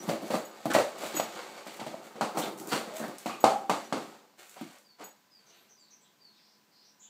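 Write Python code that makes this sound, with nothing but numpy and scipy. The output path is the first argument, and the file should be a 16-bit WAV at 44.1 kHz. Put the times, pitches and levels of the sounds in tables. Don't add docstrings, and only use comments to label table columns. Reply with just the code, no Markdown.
import sys
import numpy as np
from scipy import signal
from scipy.fft import rfft, irfft, next_fast_len
from scipy.io import wavfile
from scipy.ndimage import map_coordinates

SR = 44100
rng = np.random.default_rng(int(sys.argv[2]) if len(sys.argv) > 2 else 0)


def materialize(psi):
    bounded = np.clip(np.atleast_2d(psi).T, -1, 1)
    quanta = np.round(bounded * 32767).astype(np.int16)
    wavfile.write(sys.argv[1], SR, quanta)


N = 313064
TIME = np.arange(N) / SR
SPAN = TIME[:SR * 3 // 5]

# frequency in Hz, relative level in dB.
HOLLOW_SPECTRUM = [(190, -23.5), (330, -5.5), (408, -3), (576, 0.5), (620, -2), (755, 0), (868, -2.5),
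                   (969, -5), (1030, -5), (1300, -4.5), (1480, -12), (1900, -22), (2470, -29), (4180, -120)]
# frequency in Hz, relative level in dB.
THUMP_SPECTRUM = [(25, -35.5), (55, -45.5), (90, -31.5), (130, -7), (165, -3.5), (220, 3.5), (260, -2.5),
                  (320, 4), (400, -5), (600, -34)]
# frequency in Hz, relative level in dB.
CRACK_SPECTRUM = [(880, -26.5), (1500, -1), (1770, -5), (2140, -0.5), (2340, -2), (3830, -5), (4530, -2.5),
                  (5110, -9), (7730, -8.5), (14700, -30.5), (15900, -32)]
# frequency in Hz, relative level in dB.
CLAW_SPECTRUM = [(1200, -20.5), (3500, -13), (7500, -1.5), (9500, -7), (15500, -9)]


def amp(db):
    return 10 ** (np.asarray(db) / 20)


def unit(x):
    return x / np.sqrt(np.mean(x ** 2) + 1e-20)


def unit_energy(x):
    return x / (np.linalg.norm(x) + 1e-20)


def along(points, hz):
    f, v = np.transpose(points)
    return np.interp(np.log(hz + 1), np.log(f + 1), v)


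def fade(t, t60):
    return np.exp(-np.log(1000) * t / t60)


def ring_of(hz, t60):
    return np.sin(2 * np.pi * hz * SPAN) * fade(SPAN, t60)


def add(track, s, x):
    start = max(round(s * SR), 0)
    track[start:start + len(x)] += x[:max(N - start, 0)]


def through(x, response):
    return signal.fftconvolve(x, response)[:len(x)]


def colour(x, spectrum, size=4096):
    magnitude = amp(along(spectrum, np.fft.rfftfreq(size, 1 / SR)))
    cepstrum = irfft(np.log(magnitude + 1e-5))
    cepstrum[1:size // 2] *= 2
    cepstrum[size // 2 + 1:] = 0
    return through(x, unit_energy(irfft(np.exp(rfft(cepstrum)))))


def wobble(rate, count=N):
    knots = rng.standard_normal(int(count * rate / SR) + 4)
    return map_coordinates(knots, [np.arange(count) * rate / SR])


def tail(rise):
    # frequency in Hz, time to fall 60 dB in seconds.
    room_decay = [(100, 0.17), (260, 0.37), (700, 0.34), (1800, 0.34), (4800, 0.35), (13000, .38)]
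    hz, t, bands = signal.stft(rng.standard_normal(len(SPAN)), SR, nperseg=256)
    bands = bands * fade(t, along(room_decay, hz)[:, None])
    decay = signal.istft(bands, SR, nperseg=256)[1][:len(SPAN)]
    return unit_energy(decay * (1 - np.exp(-SPAN / rise)))


def room(wet_db):
    response = amp(wet_db) * tail(rise=0.001)
    response[0] += 1
    return unit_energy(response)


def slips(rate, spread_db, count=N):
    when = rng.random(count) < rate / SR
    size = rng.standard_normal(count)
    spread = amp(spread_db * np.clip(rng.standard_normal(count), -2, 2))
    return unit(when * size * spread)


def contact(t60, grit):
    push = grit * unit_energy(rng.standard_normal(len(SPAN)) * fade(SPAN, t60))
    push[0] += 1
    return push


def crunch(t60, rise):
    return rng.standard_normal(len(SPAN)) * fade(SPAN, t60) * (1 - np.exp(-SPAN / rise))


def glide(length, start_hz, end_hz, waver_hz):
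    u = np.minimum(SPAN / length, 1)
    hz = end_hz + (start_hz - end_hz) * (1 - u) ** 1.1
    hz = hz + waver_hz * wobble(rate=1000, count=len(SPAN))
    swell = np.sqrt(np.abs(np.sin(np.pi * u)))
    return swell * np.sin(2 * np.pi * np.cumsum(hz) / SR)


def knocks():
    # start in seconds, force as a relative level in dB, relative thump in dB,
    # relative crack in dB, panel pitch in Hz, relative panel ring in dB, relative room in dB.
    blows = [(0.078, -32.5, 3.5, -10, 287, 6, 6), (0.089, -25, -15, -10, 680, 6, -3.5),
             (0.096, -19, -17.5, -20, 594, 11.5, 3), (0.22, -32, -3.5, -28, 650, 17, 12.5),
             (0.304, -20, -12, -15.5, 625, 12, 4), (0.342, -19.5, -10, -29, 551, 2.5, -1.5),
             (0.656, -21, -7, -19.5, 677, 9.5, -1.5), (0.703, -29, -5, -9.5, 339, 1, -5.5),
             (0.75, -12.5, -22, -17, 637, 8, -6), (0.764, -14, -14, -35, 614, 8, -3),
             (0.785, -14, -25, -16, 580, 8.5, 3), (1.036, -27.5, -14.5, -21, 640, 7, -4.5),
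             (1.139, -28, -10.5, -7.5, 342, 8, 4.5), (1.169, -29, -9, -5, 347, -12, -1),
             (1.198, -18, -22, -14, 666, 4, -6), (1.666, -36, -9, -4.5, 627, -2, -2),
             (1.795, -33, -14, -5.5, 843, 20, -3.5), (1.815, -32, -8.5, -21, 300, 1, -2.5),
             (1.865, -29.5, -8.5, -11.5, 607, 9, 0), (1.942, -31, -18, -35, 638, 13, -5.5),
             (2.156, -33.5, -17.5, -14, 480, 10, 2), (2.21, -16.5, -17.5, -14, 800, -20, 2),
             (2.228, -25, -11, -23.5, 830, -2, -0.5), (2.348, -26.5, -11, -16, 370, 6, 9),
             (2.372, -20, -11, -14, 810, -13, 2.5), (2.476, -29.5, -9, -17, 477, 3, 1),
             (2.613, -37.5, -4, -29, 840, 1, 2.5), (2.723, -20.5, -10, -13.5, 520, 4, 4),
             (2.876, -33.5, -11.5, -15, 527, 7, 5.5), (3.001, -28, -7.5, -15.5, 589, 9, 4),
             (3.04, -28.5, -12.5, -19, 576, -10, -3.5), (3.259, -23.5, -9.5, -11, 727, 6, 1),
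             (3.296, -28.5, -15, -21, 1144, 20, 1), (3.441, -7.5, -18.5, -16.5, 800, 4.5, 2),
             (3.696, -14, -15, -13.5, 920, -7, 1), (3.925, -18.5, -22, -13.5, 294, 2.5, -1),
             (3.971, -29, -14, -18, 296, -9, -4), (4.562, -39, -25, -6, 931, -1, 12),
             (4.612, -34.5, -2.5, -14, 241, 8, -5.5), (5.003, -39, -10.5, -13, 760, -1, 10)]
    # frequency in Hz, relative level in dB,
    # time to fall 60 dB in seconds.
    cavity_modes = [(537, -5, 0.38), (655, 2.5, 0.38), (765, -1.5, 0.55), (837, 0, 0.35), (862, -12, 0.38),
                    (1125, -14.5, 0.43)]
    knock_wet_db, panel_ring_db = 2.5, -6
    cavity_db, cavity_per_db = 16.5, 2.5
    crack_top_db, top_per_db = 2, 0.17

    out = np.zeros(N)
    cavity = unit_energy(sum(amp(db) * ring_of(hz, t60) for hz, db, t60 in cavity_modes))
    for s, db, thump_db, crack_db, hz, ring_db, room_db in blows:
        wet_db = knock_wet_db + room_db
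        blow = unit_energy(contact(t60=0.072, grit=0.818)) + amp(wet_db) * tail(rise=0.002)
        blow = colour(blow, [(hz / 2, -3.5), (hz, 0), (hz * 2, -3.5)])

        panel = unit_energy(through(ring_of(hz, t60=0.036), room(wet_db + 3.0)))
        hollow = unit_energy(colour(blow, HOLLOW_SPECTRUM))
        hollow = unit_energy(hollow + amp(panel_ring_db + ring_db) * panel)
        hollow = hollow + amp(cavity_db + cavity_per_db * db) * cavity

        thump = unit_energy(colour(blow, THUMP_SPECTRUM))

        rise = 0.00077 * amp(-0.7 * db)
        snap = unit_energy(crunch(t60=0.014 + 5 * rise, rise=rise)) + amp(wet_db) * tail(rise=3 * rise)
        top_tilt = [(3000, 0.00076), (12000, crack_top_db + top_per_db * db)]
        crack = unit_energy(colour(colour(snap, CRACK_SPECTRUM), top_tilt))

        layers = amp(21.5) * hollow + amp(thump_db + 28.0) * thump + amp(crack_db + 25.0) * crack
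        add(out, s, amp(db) * layers)
    return out


def rips():
    # start in seconds, length of the pull in seconds, relative level in dB, brightness in dB.
    tears = [(0.0, 0.07, -54, 16.5), (0.084, 0.041, -35.5, 0), (0.258, 0.03, -50, 16),
             (0.311, 0.06, -36.5, -6), (0.696, .035, -33.5, -7.5), (0.735, .03, -23, 0.5),
             (0.99, .12, -39, 5.5), (1.309, 0.156, -44, -11), (1.54, 0.069, -46, -12),
             (1.654, .035, -50, 13.5), (1.696, 0.11, -51.5, 10), (1.807, 0.087, -51, 3),
             (2.014, 0.081, -52, 6.5), (2.363, .055, -37, 11.5), (2.412, .08, -39, -12),
             (2.568, .05, -52.5, 16.5), (2.674, 0.054, -46, 13.5), (2.699, .09, -29.5, -2.5),
             (2.927, .09, -45.5, 12), (3.255, .06, -42.5, -1), (4.369, 0.1, -49.5, 5),
             (4.42, 0.2, -54.5, 8), (4.55, 0.26, -53.5, 2), (4.978, 0.071, -46.5, -10),
             (5.3, 0.46, -63.5, 2)]
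    out = np.zeros(N)
    for s, length, db, bright_db in tears:
        pull = np.sin(np.pi * np.minimum(SPAN / length, 1))
        snaps = pull * slips(rate=870, spread_db=1.5, count=len(SPAN))
        sound = amp(-5 - bright_db / 2) * colour(snaps, HOLLOW_SPECTRUM)
        sound += amp(-5.0) * colour(snaps, CRACK_SPECTRUM)
        sound += amp(bright_db - 12.0) * colour(snaps, CLAW_SPECTRUM)
        add(out, s, amp(db) * through(sound, room(wet_db=1)))
    return out


def drag():
    # time in seconds, effort as a relative level in dB, brightness in dB.
    drag_curve = [(0.0, -42.5, -3), (0.18, -48, -1), (0.3, -46, 3.5), (0.45, -51.5, 0.5), (0.62, -52, 3),
                  (0.93, -47.5, 1.5), (1.03, -42, 3), (1.28, -44, 2), (1.62, -52, 4.5), (1.85, -48.5, -0.5),
                  (2.15, -53.5, 0), (2.38, -44.5, -5.5), (2.57, -51.5, -9), (2.74, -43, -2),
                  (2.95, -48.5, 1.5), (3.07, -42.5, -6), (3.21, -56.5, 8), (3.44, -49, -1)]
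    # start in seconds, starting effort as a relative level in dB, brightness in dB.
    skids = [(3.48, -40.5, -2.5), (3.75, -43.5, 2), (3.97, -44, 0)]
    # frequency in Hz, relative level in dB.
    grit_spectrum = [(880, -31.5), (1500, -1.5), (1940, 0), (2230, -0.5), (2970, -3), (4630, -3.5),
                     (5160, -8.5), (7650, -6.5), (9800, -18), (14300, -16.5), (15300, -21.5), (15900, -30)]
    skid_slows_db_per_s = 72.5

    s, effort_db, bright_db = np.transpose(drag_curve)
    effort = amp(np.interp(TIME, s, effort_db, right=-120))
    bright = amp(np.interp(TIME, s, bright_db))
    for start, db, skid_bright_db in skids:
        add(effort, start, amp(db - skid_slows_db_per_s * SPAN))
        bright = np.where(TIME < start, bright, amp(skid_bright_db))
    pressure = effort * amp(0.62 * wobble(rate=25))

    rumble = amp(-7.0) / bright * unit(colour(slips(rate=360, spread_db=3.5), THUMP_SPECTRUM))
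    rub = amp(-1.5) * unit(colour(slips(rate=1300, spread_db=3.5), HOLLOW_SPECTRUM))
    grit = amp(-7.0) * bright * unit(colour(slips(rate=2200, spread_db=0.0), grit_spectrum))
    return through(pressure * (rumble + rub + grit), room(wet_db=0.0))


def squeaks():
    # start in seconds, length in seconds,
    # start pitch in Hz, end pitch in Hz, relative level in dB, depth of the raspy pitch waver in Hz.
    squeals = [(0.70, 0.039, 1747, 1270, -33, 170), (0.737, 0.032, 2210, 1934, -28, 380),
               (2.415, 0.029, 3325, 3560, -38, 385), (2.695, 0.044, 4690, 4490, -42.5, 170),
               (2.86, 0.044, 720, 640, -45, 30), (2.92, 0.072, 610, 650, -38, 39.8),
               (3.01, 0.052, 1657, 1812, -44, 167), (3.282, 0.076, 2780, 2615, -48, 300),
               (3.47, 0.102, 844.5, 788, -29.5, 30), (3.57, 0.13, 780, 800, -43.5, 25)]
    out = np.zeros(N)
    for s, length, start_hz, end_hz, db, rasp_hz in squeals:
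        squeal = glide(length, start_hz, end_hz, rasp_hz)
        add(out, s, amp(db + 2) * through(squeal, room(wet_db=-1.0)))
    return out


def ticks():
    # start in seconds, relative level in dB.
    clicks = [(0.3232, -32), (0.3536, -31.5), (0.7357, -21), (0.9852, -34.5), (2.3875, -23), (2.599, -31),
              (2.6728, -30), (3.1837, -31), (4.4947, -38.5), (4.785, -46)]
    out = np.zeros(N)
    for s, db in clicks:
        click = unit_energy(crunch(t60=0.011, rise=0.0003)) + amp(3.0) * tail(rise=0.0026)
        add(out, s, amp(db + 14.0) * unit_energy(colour(click, CLAW_SPECTRUM)))
    return out


def tags():
    # start in seconds, relative level in dB.
    jingles = [(0.45, -48.5), (1.152, -37), (1.165, -29), (3.404, -42), (5.04, -44)]
    # frequency in Hz, relative level in dB.
    tag_modes = [(6783, -1), (7843, -5.5), (12030, -10), (14230, -9), (14420, -1.5)]
    # start in seconds, relative level in dB.
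    pings = [(0.0, -43.5), (3.845, -54)]
    ping_hz, tag_ring_s, tag_wet_db = 5866, 0.15, -6.5

    out = np.zeros(N)
    attack = 1 - np.exp(-SPAN / 0.00083)
    for touches, modes in ((jingles, tag_modes), (pings, [(ping_hz, 0)])):
        for s, db in touches:
            for hz, mode_db in modes:
                swing = amp(2.5 * wobble(rate=60, count=len(SPAN)))
                add(out, s, amp(db + mode_db) * swing * ring_of(hz, tag_ring_s) * attack)
    return through(out, room(wet_db=tag_wet_db))


def birds():
    # start in seconds, start pitch in Hz, relative level in dB.
    whistles = [(4.84, 4920, -63.5), (5.305, 5130, -63), (5.548, 13600, -73), (5.765, 4960, -64),
                (6.199, 4850, -59.5)]
    # start in seconds, length in seconds, centre pitch in Hz, relative level in dB.
    buzzes = [(5.46, 0.065, 6100, -63), (5.454, 0.18, 4020, -68.5), (5.502, 0.102, 2835, -69),
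              (5.688, 0.051, 6030, -62), (5.79, 0.034, 7400, -67), (5.818, 0.117, 4270, -71.5),
              (5.904, 0.048, 6000, -58.5), (5.92, 0.042, 2350, -74), (6.01, 0.042, 7620, -68),
              (6.024, 0.082, 3620, -70.5), (6.291, 0.14, 3800, -71), (6.328, 0.26, 4870, -68.5),
              (6.375, 0.039, 2350, -72), (6.71, 0.19, 4660, -65.5), (6.84, 0.07, 5720, -65),
              (6.994, 0.084, 6930, -56.5), (7.009, 0.1, 3320, -68)]
    whistle_s, whistle_fall, whistle_waver_hz = 0.1, 0.87, 50
    buzz_fall_hz, buzz_depth_hz, buzz_widens_hz_per_s = 175.8, 200, 1290

    out = np.zeros(N)
    for s, hz, db in whistles:
        note = glide(whistle_s, hz, hz * whistle_fall, whistle_waver_hz)
        add(out, s, amp(db + 4.5) * through(note, room(wet_db=2.5)))
    for s, length, hz, db in buzzes:
        depth_hz = buzz_depth_hz + buzz_widens_hz_per_s * length
        note = glide(length, hz + buzz_fall_hz / 2, hz - buzz_fall_hz / 2, depth_hz)
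        add(out, s, amp(db + 5.5) * through(note, room(wet_db=1.0)))
    return out


def background():
    # frequency in Hz, relative level in dB.
    air_spectrum = [(15, -58), (25, -29.5), (64, -13.5), (206, -1), (543, -6.5), (933, -8), (1010, -5),
                    (1190, -9), (1560, -9), (3500, -12.5), (4720, -11), (7880, -16), (9780, -24.5),
                    (14700, -16), (15900, -21.5)]
    # frequency in Hz, relative level in dB.
    hum_tones = [(209.9, -77.5), (845.2, -83), (1001, -79), (1550, -83)]
    air_db = -68

    air = amp(air_db) * unit(colour(rng.standard_normal(N), air_spectrum))
    hum = np.zeros(N)
    for hz, db in hum_tones:
        phase = 2 * np.pi * hz * TIME + 0.7 * wobble(rate=6)
        hum += amp(db + 0.5) * np.sin(phase)
    return air + hum


def scene():
    box = knocks() + rips() + drag() + squeaks()
    dog = ticks() + tags()
    return (box + dog + birds() + background())[None]


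def record(dry):
    top_hz = 15600
    size = next_fast_len(N + SR)
    highpass = signal.butter(4, 105, "highpass", fs=SR, output="sos")
    thin = signal.sosfilt(highpass, dry)
    in_band = np.fft.rfftfreq(size, 1 / SR) < top_hz
    return irfft(rfft(thin, size) * in_band, size)[:, :N]


dry = scene()
out = record(dry)
materialize(out)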